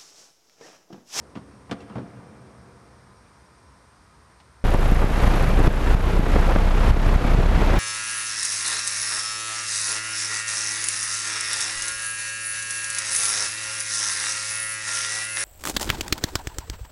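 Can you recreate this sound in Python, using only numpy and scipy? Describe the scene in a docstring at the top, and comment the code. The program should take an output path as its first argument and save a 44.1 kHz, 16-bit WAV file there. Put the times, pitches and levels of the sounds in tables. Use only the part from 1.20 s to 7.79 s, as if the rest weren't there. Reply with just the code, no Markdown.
"""Three hollow knocks and a few light taps ring out over the ventilation of a big quiet hall, where a
crew works at a parked multicopter: each blow excites the modes of its body, and the hall reverberates.
Then, all at once, the microphone stands in the wash of one rotor that steadily gains speed. Each blade
shoves air and turbulence at it, and the wash swells and eases. Hard blade slaps and vortex buffets
trip a limiter: the whole rush drops at once and climbs back."""
import sys
import numpy as np
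from scipy import signal
from scipy.fft import rfft, irfft
from scipy.io import wavfile
from scipy.ndimage import uniform_filter1d

SR = 44100
rng = np.random.default_rng(int(sys.argv[2]) if len(sys.argv) > 2 else 0)


def transcribe(signal):
    """Save signal, clipped to [-1, 1], as a 16-bit WAV file at the path in sys.argv[1]."""
    frames = np.atleast_2d(signal).T
    limited = np.clip(frames, -1, 1)
    pcm = np.round(limited * 32767).astype(np.int16)
    wavfile.write(sys.argv[1], SR, pcm)


N = 290619
T, FREQS = np.arange(N) / SR, np.fft.rfftfreq(N, 1 / SR)
ROTOR_START_S = 3.44

# spectrum of the ventilation: f/Hz, relative density/dB
VENT_SPECTRUM = [(25, -54), (45, -6.5), (65, 4.5), (100, -3), (250, -13), (750, -17), (1000, -12),
                 (1400, -15.5), (2000, -20.5), (2900, -29.5), (5500, -26.5), (7400, -34), (9000, -25),
                 (10800, -43)]
# whine of cooling fans and electronics: f/Hz, level before the swell/dB, bandwidth/Hz
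FAN_TONES = [(935, -68.5, 20), (1020, -65.5, 7.6), (1243, -68, 11), (2410, -78, 33), (4920, -78, 41),
             (5580, -76, 37)]
# swell of that whine: t/s, gain/dB
WHINE_SWELL = [(1.0, -3.5), (2.3, -2), (2.8, -3), (3.3, -8.5)]
# reverberation time of the hall: f/Hz, T60/s
HALL_T60 = [(100, 4.5), (300, 3.95), (800, 6.6), (2000, 6.7), (3000, 2.6), (10000, .35)]
# initial spectrum of the reverberant tail: f/Hz, relative density/dB
HALL_COLOUR = [(40, -23), (85, 2.5), (140, 0), (200, -1), (450, 1.5), (1000, -2.5), (2500, -0.5),
               (6000, -15)]
# modes of the hollow body: f/Hz, relative level/dB, T60/s
BODY_MODES = [(136, -2, 0.051), (193, 7.5, 0.04), (264.6, -3, 0.067), (318, -18.5, 0.019),
              (610, -12, 0.015), (1074, -12, 0.18)]
# blows on the body: t/s, thud level/dB, clack level/dB, clack cutoff/Hz, rattle decay time/s
BLOWS = [(.154, -36, -41.5, 2000, .014), (.495, -43.5, -44, 1200, 0.016), (.512, -30.5, -32, 2650, .0095),
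         (.605, -48.5, -53, 4500, .011), (.697, -44, -46, 1220, .02), (.755, -30, -38.5, 1240, .022),
         (3.201, -73, -56, 3600, 0.0052)]
# pings of small metal parts: t/s, f/Hz, level/dB, T60/s
METAL_PINGS = [(.603, 2680, -50, .07), (3.202, 2900, -56, .04)]
# strength of the airflow, which drives turbulence and hiss: t/s, relative level/dB
AIRFLOW = [(3.44, -27.5), (3.54, -26.5), (3.9, -29), (4.04, -23), (4.26, -26), (4.36, -27.5), (4.46, -22),
           (4.82, -26.5), (5.04, -29), (5.15, -25), (5.52, -28.5), (5.68, -24), (5.8, -27), (6.12, -26),
           (6.28, -28.5), (6.4, -24.5), (6.59, -24)]
# air tearing past the microphone: f/Hz, relative density/dB
HISS_SPECTRUM = [(1500, -20), (4000, -2), (6000, 4.5), (8500, 5), (11300, 9.5), (13000, 5)]
# turbulence on the microphone: f/Hz, relative density/dB
WAKE_SPECTRUM = [(10, -40), (20, -0.5), (50, 2), (100, -5), (160, -7), (300, -12.5), (650, -15.5),
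                 (1300, -21), (2400, -28), (4000, -36.5), (7000, -45.5), (12500, -63)]
# pressure wave of a blade: harmonic of the blade rate, relative level/dB
BLADE_HARMONICS = [(1, 5.5), (2, -5), (3, -24)]
# strength of that wave: t/s, relative level/dB
THROB_LEVEL = [(3.44, -10), (3.5, -14), (3.57, -11), (3.83, -14.5), (3.91, -20), (4.07, -11), (4.2, -13.5),
               (4.35, -12.5), (4.45, -8.5), (4.88, -13), (4.98, -12.5), (5.05, -16), (5.2, -12),
               (5.95, -11), (6.03, -18), (6.12, -10), (6.59, -14.5)]
# crests that slap the microphone extra hard: t/s, added pressure/full scale
BLADE_SLAPS = [(3.844, 0.57), (4.08, 0.21), (4.282, 0.23), (4.75, 1), (5.712, 0.68), (5.962, 0.53),
               (6.149, 0.27)]
# vortices on the microphone: t/s, suction/full scale, rasp level/dB, rasp f/Hz, rasp half-length/s
VORTICES = [(3.547, 0.63, -21, 380, .014), (3.723, 0.5, -18.5, 205, 0.0045), (3.826, 0.15, -23, 343, 0.014),
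            (4.404, 0.88, -18.5, 293, 0.013), (4.478, 2.03, -10, 151, .007), (4.995, 0.77, -30, 400, .003),
            (5.067, .05, -22.5, 274, 0.003), (5.163, 0.23, -13, 368, 0.0032),
            (5.308, 0.13, -23.5, 435, 0.021), (5.362, 0.4, -16.5, 372, 0.0028),
            (6.051, 0.57, -25, 187, 0.002), (6.19, 0.67, -21, 212, 0.013), (6.425, 0.088, -22, 430, 0.0073)]


def amp(db):
    """Amplitude ratio of a level in decibels."""
    return 10 ** (np.asarray(db) / 20)


def unit(x):
    """Normalisation to rms 1."""
    return x / np.sqrt(np.mean(x ** 2) + 1e-20)


def read(points, hz):
    """Interpolation on a logarithmic frequency axis."""
    f, value = np.transpose(points)
    return np.interp(np.log(hz + 1), np.log(f + 1), value)


def curve(points):
    """Linear interpolation in time."""
    return np.interp(T, *np.transpose(points))


def add(mix, s, sound):
    """Superposition of a sound beginning at time s."""
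    part = mix[max(round(s * SR), 0):][:len(sound)]
    part += sound[:len(part)]


def lowpass(x, hz):
    """Second-order Butterworth low-pass."""
    return signal.sosfilt(signal.butter(2, hz, fs=SR, output="sos"), x)


def band(x, lo_hz, hi_hz):
    """Steep Butterworth band-pass."""
    return signal.sosfilt(signal.butter(4, [lo_hz, hi_hz], "band", fs=SR, output="sos"), x)


def below(x, hz):
    """Zero-phase low-pass."""
    return irfft(rfft(x) / (1 + (FREQS / hz) ** 4), N)


def noise(spectrum):
    """Spectrally shaped Gaussian noise of rms 1."""
    return unit(irfft(rfft(rng.standard_normal(N)) * amp(read(spectrum, FREQS)), N))


def drift(hz):
    """Random fluctuation of rms 1, mostly slower than hz."""
    return unit(below(rng.standard_normal(N), hz))


def ventilation(rumble_db=-54):
    """Broadband flow noise with fan tones, which random modulation widens into narrow bands."""
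    fans = np.zeros(N)
    for hz, db, width in FAN_TONES:
        angle = 2 * np.pi * hz * T
        fans += amp(db) * unit(drift(width / 2) * np.cos(angle) + drift(width / 2) * np.sin(angle))
    return amp(rumble_db) * noise(VENT_SPECTRUM) + fans * amp(curve(WHINE_SWELL))


def hall(x, wet_db=-6, boom_db=-52):
    """Reverberation: a diffuse field decays exponentially, and absorption takes the treble first."""
    hz, t, spectra = signal.stft(rng.standard_normal(N), SR, nperseg=512)
    decay_db = read(HALL_COLOUR, hz)[:, None] - 60 * t / read(HALL_T60, hz)[:, None]
    tail = signal.istft(spectra * amp(decay_db), SR, nperseg=512)[1][:N]
    boom = band(lowpass(tail, 400), 58, 2500)  # an earlier blow still hangs in the air
    boom /= np.std(boom[:SR // 4])
    tail *= np.sqrt(2000 / SR) / np.linalg.norm(lowpass(tail, 1000))  # about unit gain below 1 kHz
    return x + amp(wet_db) * signal.fftconvolve(x, tail)[:N] + amp(boom_db) * boom


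def knocks(thud_hz=600, panel_gain=1.64, shudder_s=0.011):
    """Impact excitation: rattling contacts radiate a clack and drive the body's modes to a thud."""
    out, t = np.zeros(N), T[:SR // 2]
    ring = sum(amp(db - 60 * t / t60) * np.cos(2 * np.pi * hz * t) for hz, db, t60 in BODY_MODES)
    rebounds = [(s + 1.15 * rattle_s, thud_db - 3, clack_db - 4, clack_hz, rattle_s)
                for s, thud_db, clack_db, clack_hz, rattle_s in BLOWS]
    for s, thud_db, clack_db, clack_hz, rattle_s in list(BLOWS) + rebounds:
        chatter = rng.choice([-1, 1], len(t))
        shudder = chatter * np.exp(-t / (rattle_s + shudder_s))
        thud = lowpass(signal.fftconvolve(shudder, ring)[:len(t)], thud_hz)
        panel = panel_gain * band(rng.standard_normal(len(t)), 460, 1470)  # a thin panel's colour
        contacts = (chatter + panel) * np.exp(-t / rattle_s)
        clack = band(lowpass(contacts, clack_hz), 610, 11000)
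        add(out, s, amp(thud_db) * thud / np.std(thud[:SR // 40]))
        add(out, s, amp(clack_db) * clack / np.std(clack[:SR // 100]))
    for s, hz, db, t60 in METAL_PINGS:
        add(out, s, amp(db - 60 * t / t60) * np.sin(2 * np.pi * hz * t))
    return band(out, 66, 13500)


def hiss(angle, fade_db_per_s=1.86):
    """Flow noise, modulated: air hisses as a blade arrives and again halfway to the next."""
    level_db = curve(AIRFLOW) - 21 - fade_db_per_s * (T - ROTOR_START_S)
    chop_db = 2.5 * np.cos(2 * angle) - np.cos(angle)
    return noise(HISS_SPECTRUM) * amp(level_db + chop_db + 1.5 * drift(150))


def wake(angle, large_lump_db=1.1, fine_lump_db=0.58, chop_db=1.5):
    """Intermittent turbulence behind each blade: large eddies come in lumps, fine ones less so."""
    lumps, air = drift(99), noise(WAKE_SPECTRUM)
    large = below(air, 750)
    eddies = large * amp(large_lump_db * lumps - 1.14) + (air - large) * amp(fine_lump_db * lumps)
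    return eddies * amp(curve(AIRFLOW) + 6 + chop_db * np.cos(angle + .5))


def throb(angle, cusp_spread_db=2):
    """Periodic blade pressure: the tip vortex sharpens each crest to a cusp of varying height."""
    wave = unit(sum(amp(db) * np.sin(k * angle) for k, db in BLADE_HARMONICS))
    cusp = np.exp(-9 * abs(np.sin((angle - 1.1) / 2))) * amp(cusp_spread_db * drift(14.6))
    return unit(wave + cusp - cusp.mean()) * amp(curve(THROB_LEVEL) - 4)


def buffets(slap_s=0.0014, suction_s=0.0011):
    """Pressure transients: a slap is a smooth spike, a vortex a spike of suction in coarse noise."""
    out, t = np.zeros(N), T[:SR // 10] - 0.05
    for s, push in BLADE_SLAPS:
        add(out, s + t[0], push * np.exp(-(t / slap_s) ** 2))
    for s, suction, rasp_db, rasp_hz, rasp_s in VORTICES:
        burst = np.exp(-(t / rasp_s) ** 2)
        rasp = band(lowpass(rng.standard_normal(len(t)), rasp_hz), rasp_hz, 3700) * burst
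        rasp *= amp(rasp_db) * np.linalg.norm(burst) / np.linalg.norm(rasp)
        add(out, s + t[0], rasp - suction * np.exp(-(t / suction_s) ** 2))
    return out


def rotor(blade_hz=28.5, spin_up_hz_per_s=1.46, first_blade_s=0.013, jitter_passes=0.011):
    """Uniform acceleration: the rising blade-passing frequency paces throb, wake and hiss."""
    t = T - ROTOR_START_S
    passes = blade_hz * (t - first_blade_s) + spin_up_hz_per_s * t ** 2 / 2
    angle = 2 * np.pi * (passes + jitter_passes * drift(11.3))
    return throb(angle) + wake(angle) + hiss(angle)


def scene():
    """Two sound fields in turn: the reverberant hall, then abruptly the rotor's near field."""
    quiet = hall(knocks()) + ventilation()
    wash = rotor() + buffets()
    crossfade = np.clip((T - ROTOR_START_S) / 0.001, 0, 1)
    return ((1 - crossfade) * quiet + crossfade * wash)[None]


def record(dry, ceiling_db=-5, recovery_db_per_s=45, cutoff_hz=12839):
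    """Peak limiting: the gain falls at once and recovers slowly; a steep low-pass follows."""
    over_db = np.maximum(20 * np.log10(abs(dry[0]) + 1e-9) - ceiling_db, 0)
    release_db = T * recovery_db_per_s
    held_db = np.maximum.accumulate(over_db + release_db) - release_db
    duck_db = uniform_filter1d(held_db, size=64)
    band_limit = signal.firwin(1023, cutoff_hz, window=("kaiser", 9), fs=SR)
    return signal.oaconvolve(dry * amp(-duck_db), band_limit[None], "same")


dry = scene()
out = record(dry)
transcribe(out)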